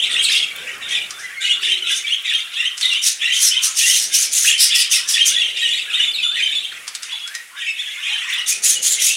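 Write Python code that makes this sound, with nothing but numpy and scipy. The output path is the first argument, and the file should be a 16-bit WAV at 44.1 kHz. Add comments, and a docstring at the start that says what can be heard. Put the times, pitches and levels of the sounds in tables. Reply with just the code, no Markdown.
"""Small parrots in a cage room

Close to a crowded perch in a hard-walled room of cages. Steady hush, stirred air (coloured noise) and far warbling
lie behind; the flock chatters in a blur of short hoarse glides, and a low coo (a wavering tone) comes and goes.
Close by, beaks click and nibble (noise bursts) and one bird scolds in hoarse rasps (snaps in breath noise through
a throat resonance). In front stand whistled notes and glides: gliding tones with two overtones."""
import sys
import numpy as np
from scipy import signal
from scipy.fft import rfft, irfft, next_fast_len
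from scipy.io import wavfile
from scipy.ndimage import uniform_filter1d, minimum_filter1d, map_coordinates

SR = 44100
rng = np.random.default_rng(int(sys.argv[2]) if len(sys.argv) > 2 else 0)


def store_pcm(level_fs):
    """Save levels as 16-bit WAV."""
    pcm = np.round(np.clip(level_fs, -1, 1) * 32767).astype(np.int16)
    wavfile.write(sys.argv[1], SR, np.atleast_2d(pcm).T)


N = 403956

# echo of the hard walls: [f/Hz, time to fall 60 dB/s]
WALL_DECAY = [(300, 0.51), (3000, 0.36), (12000, 0.017)]
# stirred air and rustle over time: [t/s, relative level/dB]
WING_LEVEL = [(0.0, -56), (0.81, -55.5), (1.02, -53.5), (1.3, -63.5), (1.5, -63.5), (1.81, -61.5),
              (2.17, -66.5), (2.73, -70), (3.59, -68), (3.9, -60.5), (4.28, -58), (4.87, -66.5),
              (5.31, -58), (5.81, -65), (6.35, -59), (7.06, -69), (7.93, -74.5), (8.42, -65), (8.67, -56.5),
              (9.16, -62)]
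# colour of the rustle: [f/Hz, relative level/dB]
RUSTLE_COLOUR = [(18, -47), (30, -11), (59, -11), (462, -6), (800, -6.5), (1040, -12.5), (1760, -120)]
# colour of the steady hush: [f/Hz, relative level/dB]
HUSH_COLOUR = [(30, -35), (150, -38), (500, -23), (1100, -18), (2200, -1.5), (4500, -15), (10000, -12), (15000, -26)]
# low warbling from the far cages over time: [t/s, relative level/dB]
MURMUR_LEVEL = [(0.0, -37), (0.51, -44), (0.56, -34.5), (0.97, -44.5), (1.2, -41), (1.45, -57),
                (1.6, -34.5), (1.73, -47), (3.54, -45), (3.67, -38), (3.85, -52), (5.15, -44.5),
                (5.79, -58.5), (5.92, -37.5), (6.15, -50), (6.28, -46), (6.38, -53), (7.17, -46),
                (7.47, -62), (7.55, -42), (7.71, -68), (8.24, -37), (8.49, -48), (9.16, -49)]
# bursts of the flock's chatter: [t/s, hold/s, relative level/dB, middle pitch f/Hz]
CHATTER_BURSTS = [(0, 0.036, -17, 3105), (0.087, 0.15, -17, 3006), (0.252, 0.12, -13.5, 3193),
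                  (0.543, 0.18, -27, 2455), (0.793, 0.074, -28.5, 2660), (0.88, 0.063, -18, 3030),
                  (1.193, 0.16, -34, 2107), (1.4, 0.095, -18, 3073), (1.606, 0.096, -15, 2973),
                  (1.838, 0.076, -16.5, 3113), (2.041, 0.069, -22, 2880), (2.227, 0.14, -18.5, 3153),
                  (2.514, 0.12, -20.5, 2970), (2.804, 0.065, -16, 3430), (2.902, 0.049, -20, 3080),
                  (3.192, .13, -17, 3036), (3.49, 0.089, -20, 3028), (3.766, 0.15, -19.5, 3084),
                  (4.096, 0.067, -21, 3110), (4.424, 0.16, -22.5, 2910), (4.677, 0.13, -15.5, 3166),
                  (4.894, 0.036, -17.5, 2990), (5.126, 0.073, -15.5, 3080), (5.28, 0.19, -19, 3107),
                  (5.542, 0.23, -17.5, 3070), (5.89, 0.14, -18.5, 3075), (6.137, 0.145, -24.5, 3480),
                  (6.329, 0.16, -20.5, 3038), (6.527, 0.092, -23, 3330), (6.696, 0.042, -30, 2370),
                  (7.002, 0.067, -33, 2795), (7.084, 0.072, -25, 3363), (7.318, 0.023, -35.5, 2160),
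                  (7.556, 0.099, -23, 2910), (7.747, 0.37, -26.5, 2687), (8.007, 0.071, -21, 2984),
                  (8.094, 0.076, -19, 2810), (8.217, 0.0405, -24.5, 2272), (8.275, 0.1, -19.5, 2922),
                  (8.493, 0.041, -33, 2860), (8.726, 0.049, -32, 3000), (8.961, .18, -21.5, 3204)]
BURST_RISE_S, BURST_FROM_DB, BURST_FADE_DB_S = 0.0295, -16, 141
# colour of the chatter: [f/Hz, relative level/dB]
WINDPIPE_COLOUR = [(1000, 2), (1900, 1.5), (3700, 5.5), (4400, -5.5), (5500, 2.5), (10000, -5), (12000, -17.5)]
HOARSE_DB = -23  # rasp in the crowd's voices, relative to the burst level
# low coos: [t/s, length/s, start f/Hz, end f/Hz, relative level/dB], before the waver
COO_CALLS = [(0, 0.38, 467, 478, -54), (.55, 0.21, 481.4, 484, -49.5), (1.52, 0.51, 389.3, 385.4, -54),
             (4.1, 0.52, 463, 529, -59), (5.12, 0.82, 486, 494, -57), (8.48, 0.67, 433, 523, -54)]
# the clearest ticks of nibbled stems: [t/s, relative level/dB]
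STEM_TICKS = [(0.5616, -18), (1.0286, -39), (1.6122, -30), (1.7194, -30), (1.9744, -29), (2.1565, -30),
              (2.3376, -25), (2.383, -31), (7.5847, -34), (8.31, -24), (8.3379, -18), (8.3938, -26)]
# beak clicks: [t/s, relative level/dB]
BEAK_CLICKS = [(0.1298, -29), (1.1067, -20.5), (2.7782, -21.5), (2.811, -16), (2.9318, -19),
               (6.8785, -17.5), (6.9505, -17), (7.0313, -20), (7.2758, -24), (7.3505, -18.5)]
# colour of a beak click: [f/Hz, relative level/dB]
CLICK_COLOUR = [(500, -37), (1500, -6), (5000, 1.0), (9500, -4.5), (14000, -31)]
# hoarse rasps, near and far: [t/s, rise/s, hold/s, level/dB, middle of the throat resonance f/Hz]
RASP_CALLS = [(.09, 0.031, 0.0091, -28.5, 7900), (.19, 0.046, 0.032, -22.5, 8100),
              (.29, 0.033, 0.031, -21.5, 5230), (.88, 0.0079, 0.034, -31, 5800),
              (1.17, 0.021, 0.018, -34, 5670), (1.404, 0.0068, 0.11, -34.5, 7000),
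              (1.608, 0.011, 0.059, -32, 5450), (1.87, 0.046, 0.056, -25.5, 5900),
              (2.77, 0.0085, 0.083, -29.5, 6040), (3.015, 0.025, 0.044, -15.5, 5930),
              (3.32, 0.11, 0.046, -13.5, 6020), (3.612, 0.024, 0.021, -14.5, 6100),
              (3.736, 0.037, 0.22, -16, 5960), (3.99, 0.028, 0.025, -18, 5840),
              (4.112, 0.032, 0.087, -13.5, 5970), (4.31, .018, 0.16, -15, 6150),
              (4.578, 0.031, 0.035, -11, 5180), (4.738, 0.02, 0.05, -15.5, 5110),
              (4.897, 0.019, 0.043, -14, 5700), (5.075, 0.019, 0.031, -15, 5520),
              (5.245, 0.017, 0.03, -15.5, 5860), (5.585, 0.0089, 0.14, -37.5, 7600),
              (7.02, 0.0054, 0.034, -33.5, 6250), (8.285, 0.0053, 0.058, -34, 5560),
              (8.462, 0.023, 0.023, -14.5, 6300), (8.62, 0.019, 0.089, -14, 6660),
              (8.815, 0.016, 0.095, -14.5, 6830), (8.99, 0.032, 0.075, -13, 6600)]
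# colour of a rasp, before the throat resonance: [f/Hz, relative level/dB]
BEAK_COLOUR = [(710, -87), (1200, -25), (1860, -9), (2170, -7.5), (3440, 0), (4650, 0.5), (5770, 0),
               (8310, 2.5), (9870, 4), (15700, -13.5)]
# syllables of three stock calls: [start t/ms, length/ms, start f/Hz, end f/Hz, level/dB],
# before the pitch and pace of each call
TWO_VOICED_CALL = [(0, 36.8, 3000, 3650, -6.5), (10, 45, 1700, 1860, -15), (36.6, 32, 2620, 2720, 0),
                   (69, 19.3, 1890, 1930, -5), (99.6, 36.3, 2750, 3180, 0)]
ZIGZAG_CALL = [(0, 16, 3380, 3560, -2), (18.17, 16, 1950, 1800, -11), (34.7, 6.7, 2500, 2600, -2),
               (45.3, 20, 2750, 2950, -3.5), (62, 27.8, 3150, 3200, 0.5)]
UPSWEEP_CALL = [(0, 90, 1350, 1880, -8.5), (83.6, 46, 1940, 1900, 2)]
# when the stock calls are sung: [t/s, added level/dB, pitch factor, pace factor (above 1 is slower)]
TWO_VOICED_TIMES = [(1.405, -19, 1.11, 0.94), (2.555, -18.5, 1.04, 0.96), (3.203, -16, 1.02, 1.03),
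                    (3.796, -17.5, 1.037, 0.96), (4.697, -21, 1.01, 0.89)]
ZIGZAG_TIMES = [(.135, -15, 1.02, 0.84), (1.655, -17, 0.99, 0.9), (2.293, -16, 0.99, 0.8),
                (4.475, -16, .96, .99), (5.139, -11.5, 1, 1.1)]
UPSWEEP_TIMES = [(.575, -36, .99, 1.1), (.74, -40, 0.96, 0.73), (.85, -32, 1.01, .7),
                 (1.169, -30.5, 1.04, 0.76), (1.285, -30.5, 1.12, .9), (4.959, -38, .9, 1.2),
                 (5.3, -31, 1, 0.71), (6.29, -32.5, 0.97, 0.73), (7.249, -31.5, .99, 1.07),
                 (7.536, -33.5, 0.99, 0.88), (7.829, -44, 1.1, 1.04), (8.291, -32, 1.02, .8)]
# single whistled notes: [t/s, length/ms, start f/Hz, end f/Hz, level/dB], before throb and waver
SINGLE_NOTES = [(0.0, 8.3, 2790, 3490, -9), (0.021, 20, 3564, 3510, -20), (0.129, 18, 4560, 2590, -24.5),
                (0.242, 22, 4690, 3430, -16.5), (0.281, 33, 2680, 2520, -29),
                (0.337, 49, 2720, 2860, -21.5), (0.363, 11, 3390, 3130, -13.5),
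                (0.423, 18, 3360, 3220, -18), (0.433, 16, 2870, 2680, -17), (0.509, 22, 2270, 2220, -28.5),
                (0.67, 23, 2490, 3000, -26), (0.825, 25, 3560, 3570, -30), (0.928, 44, 3630, 3400, -22.5),
                (0.97, 22, 2435, 2400, -21), (1.114, 39, 1140, 1440, -42), (1.135, 36, 3540, 3500, -35),
                (1.489, 46, 2895, 2843, -17.5), (1.529, 15, 3390, 3480, -22), (1.822, 17, 3100, 2950, -20),
                (1.893, 16.3, 2560, 3080, -19.5), (1.916, 19, 3430, 3500, -19),
                (2.041, 19, 2350, 2290, -23.5), (2.066, 27, 3140, 3460, -22), (2.104, 48, 2680, 3390, -17),
                (2.259, 14, 1980, 2420, -27.5), (2.601, 22, 3490, 3670, -21.5),
                (2.822, 20, 4550, 3640, -19), (2.829, 49, 2040, 2007, -28), (2.84, 18, 2730, 3680, -19),
                (2.853, 8, 3680, 3720, -10), (2.898, 44, 2965, 2670, -19), (2.945, 38.5, 2840, 3150, -16),
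                (2.969, 13, 3600, 3520, -24), (3.364, 20, 3010, 3250, -20), (3.51, 20, 2950, 3090, -16),
                (3.565, 18.3, 2860, 3225, -14), (3.675, 29, 1254, 1360, -41),
                (4.445, 24, 1334, 2960, -23.5), (4.471, 21, 2560, 2950, -9), (4.491, 10, 3660, 2000, -22),
                (4.508, 11, 2590, 3700, -14), (4.723, 17, 3080, 3530, -17.5),
                (4.936, 15.3, 2620, 2760, -17), (5.343, 37, 3510, 3366, -16.5),
                (5.379, 18, 3590, 3260, -16), (5.403, 13, 3370, 3330, -15), (5.414, 18, 3006, 2620, -14.5),
                (5.427, 44, 3220, 3100, -19.5), (5.612, 50, 1870, 1920, -26),
                (5.649, 27, 3074, 2800, -17.5), (5.702, 32, 3440, 3430, -20), (5.872, 36, 1680, 1630, -35),
                (5.899, 20, 2600, 2530, -25), (5.971, 14, 1956, 2020, -25), (5.991, 31, 2840, 3100, -16),
                (5.609, 44, 3780, 3810, -23), (5.622, 32, 2910, 3250, -19.5),
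                (5.688, 12.5, 2880, 2990, -17.5), (5.733, 18, 3930, 3800, -19.5),
                (5.789, 14, 2640, 2680, -20.5), (5.932, 22, 3090, 3010, -23), (6.01, 44, 3430, 3670, -18),
                (6.073, 19, 3520, 3340, -18), (6.136, 41, 4330, 3450, -22), (6.183, 26, 2700, 2480, -17.5),
                (6.22, 86, 3460, 3575, -18.5), (6.23, 16, 3185, 2770, -16.5), (6.238, 53, 1523, 1250, -40),
                (6.373, 17, 3590, 3540, -24.5), (6.385, 41, 2635, 2163, -21.5),
                (6.421, 47, 3087, 3085, -15), (6.549, 39, 3510, 3430, -20.5),
                (6.647, 10, 3260, 3180, -20.5), (6.715, 14.4, 2050, 1290, -33), (6.858, 26, 1500, 773, -47),
                (7.118, 33, 1150, 763, -45.5), (7.124, 14, 3605, 3400, -21), (7.149, 39, 3400, 3430, -32),
                (7.202, 64, 3410, 3350, -31.5), (7.63, 47, 2280, 2610, -29.5), (7.664, 64, 2650, 2586, -21),
                (7.681, 18, 2190, 2250, -27), (7.788, 23.5, 3300, 3630, -22.5),
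                (7.857, 47, 3274, 3440, -27.5), (7.97, 56, 1370, 1650, -44), (7.953, 14, 2240, 2120, -30),
                (8.019, 52, 2685, 3810, -28.5), (8.09, 60, 790, 920, -47.5), (8.078, 13, 2520, 2330, -23),
                (8.122, 33, 3035, 3050, -24), (8.145, 25, 1780, 1810, -31), (8.237, 120, 1780, 2186, -33),
                (8.324, 22, 3666, 3310, -24), (8.24, 43, 940, 1360, -46), (8.37, 42, 864, 1420, -45),
                (8.381, 25, 2830, 3040, -22.5), (8.514, 26, 2400, 2660, -25.5),
                (8.756, 32, 2960, 2890, -24), (9.092, 34, 2560, 2780, -21)]
TOP_HZ = 15820  # upper limit of the microphone's band


def amp(db):
    """Gain of a level in dB."""
    return 10 ** (np.asarray(db) / 20)


def unit(x):
    """x at rms 1."""
    return x / np.sqrt(np.mean(x ** 2) + 1e-20)


def along(points, hz):
    """Values of (f/Hz, value) points, interpolated on a log frequency axis."""
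    f, v = np.transpose(points)
    return np.interp(np.log(hz + 1), np.log(f + 1), v)


def level_curve(rows):
    """One level in dB per sample from (t/s, level/dB) rows."""
    s, db = np.transpose(rows)
    return np.interp(np.arange(N) / SR, s, db)


def wobble(rate):
    """A smooth random curve, rate knots a second."""
    return map_coordinates(rng.standard_normal(int(N * rate / SR) + 4), [np.arange(N) * rate / SR])


def filtered(x, response):
    """x times a response of frequency."""
    m = next_fast_len(N + SR // 2)
    return irfft(rfft(x, m) * response(np.fft.rfftfreq(m, 1 / SR)), m)[..., :N]


def coloured(x, colour):
    """x shaped by a colour table."""
    return filtered(x, lambda hz: amp(along(colour, hz)))


def room(x):
    """The walls answer 200 samples late with a noise tail; each frequency dies at its own speed."""
    hz, t, z = signal.stft(rng.standard_normal(SR // 2), SR, nperseg=256)
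    decay = amp(-60 * t / along(WALL_DECAY, hz)[:, None])
    tail = signal.istft(z * decay, SR, nperseg=256)[1]
    return signal.fftconvolve(np.pad(x, (200, 0)), tail / np.linalg.norm(tail))[:N]


def whistles(s, life, start_hz, end_hz, db, second_db, third_db, throb_db, waver):
    """Gliding tones with two overtones; the syrinx throbs in level and wavers fast in pitch."""
    s, life, start_hz, end_hz, db = (np.asarray(v)[:, None] for v in (s, life, start_hz, end_hz, db))
    n = np.arange(int(life.max() * SR) + 1)
    at = np.minimum(np.round(s * SR).astype(int) + n, N - 1)
    progress = np.clip(n / SR / life, 0, 1)
    lane = (at + rng.integers(0, N, s.shape)) % N  # every note trembles in its own way
    hz = (start_hz + (end_hz - start_hz) * progress) * (1 + waver * wobble(220)[lane])
    phase = 2 * np.pi * np.cumsum(hz, axis=1) / SR
    tone = np.sin(phase) + amp(second_db) * np.sin(2 * phase) + amp(third_db) * np.sin(3 * phase)
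    throb = throb_db * np.minimum(wobble(260), .9)[lane]
    swell = np.sin(np.pi * progress) ** .5 * amp(db + throb)
    return np.bincount(at.ravel(), (np.sqrt(2) * swell * tone).ravel(), N)


def air():
    """Turbulence as coloured noise: rustle of wings and leaves over the faint hush of the room."""
    rustle = unit(coloured(rng.standard_normal(N), RUSTLE_COLOUR))
    hush = unit(coloured(rng.standard_normal(N), HUSH_COLOUR))
    rustle_db = level_curve(WING_LEVEL) + 5 + 1.4 * wobble(9.9)
    hush_db = -41.0 + 1.5 * wobble(6)
    return amp(rustle_db) * rustle + amp(hush_db) * hush


def murmur(count=700):
    """Low rising warbles of distant birds, heard mostly off the walls."""
    when, long = rng.random((count, 2)).T
    pitch, size = rng.standard_normal((count, 2)).T
    hz = 1320 * np.exp(.15 * pitch)
    far = whistles(when * N / SR, .012 + .04 * long, hz, 1.2 * hz, 3 * size,
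                   second_db=-35, third_db=-25, throb_db=3, waver=0.028)
    return amp(level_curve(MURMUR_LEVEL) - 3.0) * unit(.6 * far + room(far))


def bursts():
    """Power and middle pitch of the chatter: each burst swells, holds and fades."""
    s, hold, db, hz = (v[:, None] for v in np.transpose(CHATTER_BURSTS))
    t = np.arange(0, N / SR, .002)
    swell_db = BURST_FROM_DB * np.clip(1 - (t - s) / BURST_RISE_S, 0, 1)
    fade_db = BURST_FADE_DB_S * np.maximum(t - s - BURST_RISE_S - hold, 0)
    power = amp(db + swell_db - fade_db) ** 2 * (t >= s) + 1e-12
    total = power.sum(0)
    middle_hz = (power * hz).sum(0) / total  # the pitch is the power-weighted mean of the overlapping bursts
    return [np.interp(np.arange(N) / SR, t, v) for v in (total, middle_hz)]


def chatter(count=5000):
    """A dense blur of short hoarse glides round the flock's middle pitch, smeared by the walls."""
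    power, middle_hz = bursts()
    when, long = rng.random((count, 2)).T
    pitch, glide, size = rng.standard_normal((count, 3)).T
    hz = np.clip(middle_hz[(when * N).astype(int)] * np.exp(.21 * pitch - .04), 1450, 4400)
    end_hz = hz * np.exp(0.038 + 0.0906 * glide)
    crowd = whistles(when * N / SR, .005 + .02 * long ** 2, hz, end_hz, 3 * size,
                     second_db=-17.5, third_db=-9.5, throb_db=5.0, waver=0.017)
    voices = coloured(crowd + 0.5 * room(crowd), WINDPIPE_COLOUR)
    return amp(-3.5) * np.sqrt(power) * unit(voices)


def coos():
    """A soft low tone from further off, blurred by a strong random waver of its pitch."""
    s, life, start_hz, end_hz, db = np.transpose(COO_CALLS)
    return whistles(s, life, start_hz, end_hz, db, second_db=-13, third_db=-56, throb_db=2.5, waver=0.14)


def ticks(count=260):
    """Stems snap and claws tap: brief bright noise bursts, a few clear ones among many faint."""
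    when, size = rng.random((count, 2)).T
    s, db = np.transpose(STEM_TICKS)
    faint_db = -38 - 9 * np.log10(size + 1e-3)
    at = (np.r_[when * N / SR, s] * SR).astype(int)
    spikes = np.bincount(at, amp(np.r_[faint_db, db + 8]), N)
    t = np.arange(SR // 200) / SR
    burst = rng.standard_normal(len(t)) * amp(-60 * t / 0.015)
    # the dull part below 8 kHz is taken away
    return filtered(signal.fftconvolve(spikes, burst / 3)[:N], lambda hz: 1 / (1 + (8000 / (hz + 1)) ** 4))


def clicks():
    """Hard beak snaps: bright noise falling 60 dB in 48 ms, each with a weaker twin 8 ms before."""
    out, t = np.zeros(N + SR), np.arange(SR // 20) / SR
    for s, db in BEAK_CLICKS:
        for lead_s, more_db in ((0, 4.5), (.008, -9.5)):
            snap = amp(db + more_db - 60 * t / 0.048) * rng.standard_normal(len(t))
            out[round((s - lead_s) * SR):][:len(t)] += snap
    return coloured(out[:N], CLICK_COLOUR)


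def rasp_effort():
    """Power and throat resonance of the rasps, over a share of the crowd's hoarseness."""
    effort = amp(HOARSE_DB) ** 2 * bursts()[0]
    throat_hz, t = np.full(N, RASP_CALLS[0][4]), np.arange(N) / SR
    for s, rise, hold, db, hz in RASP_CALLS:
        n = slice(round(s * SR), round((s + rise + hold + .3) * SR))
        age = t[n] - s
        rise_db = 17.4 * np.clip(1 - age / rise, 0, 1)
        fade_db = 237 * np.clip(age - rise - hold, 0, 1)
        effort[n] += amp(db - rise_db - fade_db) ** 2
        throat_hz[n.start:] = hz  # kept until the next rasp
    return effort, throat_hz


def rasp(size=256):
    """Uneven snaps of the syrinx in breath noise, through a throat resonance and its upper partner."""
    effort, throat_hz = rasp_effort()
    t = np.arange(N) / SR
    cycles = np.cumsum(930 * np.exp(.08 * wobble(40))) / SR  # about 930 snaps a second
    snaps = np.diff(np.floor(cycles), prepend=0) * amp(1.63 * rng.standard_normal(N))
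    breath = rng.standard_normal(N)
    flutter = amp(1.33 * wobble(300) + 1.8 * wobble(40))
    source = (0.29 * unit(snaps - snaps.mean()) + 0.85 * breath) * flutter

    hz, frames, z = signal.stft(source, SR, nperseg=size)
    f = hz[:, None]
    centre = np.interp(frames, t, throat_hz * np.exp(0.049 * wobble(25)))
    throat_db = 10.25 * np.exp(-((f - centre) / 770) ** 2)
    partner_db = 1.6 * np.exp(-((f - 1.49 * centre) / 390) ** 2)
    shape = amp(along(BEAK_COLOUR, hz)[:, None] + throat_db + partner_db)

    # random patches of time and frequency stand out a little
    patches = uniform_filter1d(rng.standard_normal(z.shape), size=3, axis=0)
    patches = uniform_filter1d(patches, size=7, axis=1)
    # louder, nearer rasps keep more of their top above 10 kHz
    near = np.interp(frames, t, np.log10(effort + 1e-6)) + 1.17
    top_db = 7.5 * near * np.clip(f / 10000 - 1, 0, 1) ** 0.13
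    shape = shape * amp(2.3 * unit(patches) + top_db)
    return np.sqrt(effort) * unit(signal.istft(z * shape, SR, nperseg=size)[1][:N])


def sung(syllables, calls):
    """One note row for each syllable of each call, moved in pitch and pace."""
    return [(s + pace * at / 1000, pace * ms, pitch * start_hz, pitch * end_hz, db + more_db)
            for s, db, pitch, pace in calls for at, ms, start_hz, end_hz, more_db in syllables]


def notes():
    """The whistles that stand out of the crowd: nearly pure tones with faint overtones."""
    calls = (sung(TWO_VOICED_CALL, TWO_VOICED_TIMES) + sung(ZIGZAG_CALL, ZIGZAG_TIMES)
             + sung(UPSWEEP_CALL, UPSWEEP_TIMES))
    s, ms, start_hz, end_hz, db = np.transpose(SINGLE_NOTES + calls)
    return whistles(s, ms / 1000, start_hz, end_hz, db, second_db=-19, third_db=-24, throb_db=3, waver=.013)


def scene():
    """All layers sound directly; the walls also answer the whistles, the near sounds and the coos."""
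    background = air() + murmur() + chatter()
    low = coos()
    near = ticks() + clicks() + rasp()
    song = notes()
    echo = room(amp(-7) * song + amp(-8.5) * near + amp(-8.0) * low)
    return (background + low + near + song + echo)[None]


def record(dry):
    """A fast limiter holds the peaks; the microphone keeps little deep bass and nothing above its band limit."""
    needed = np.minimum(1, .9 / (np.abs(dry) + 1e-9))
    gain = uniform_filter1d(minimum_filter1d(needed, size=161), size=81)
    return filtered(dry * gain, lambda hz: (hz < TOP_HZ) / (1 + (34 / (hz + 1)) ** 4))


dry = scene()
out = record(dry)
store_pcm(out)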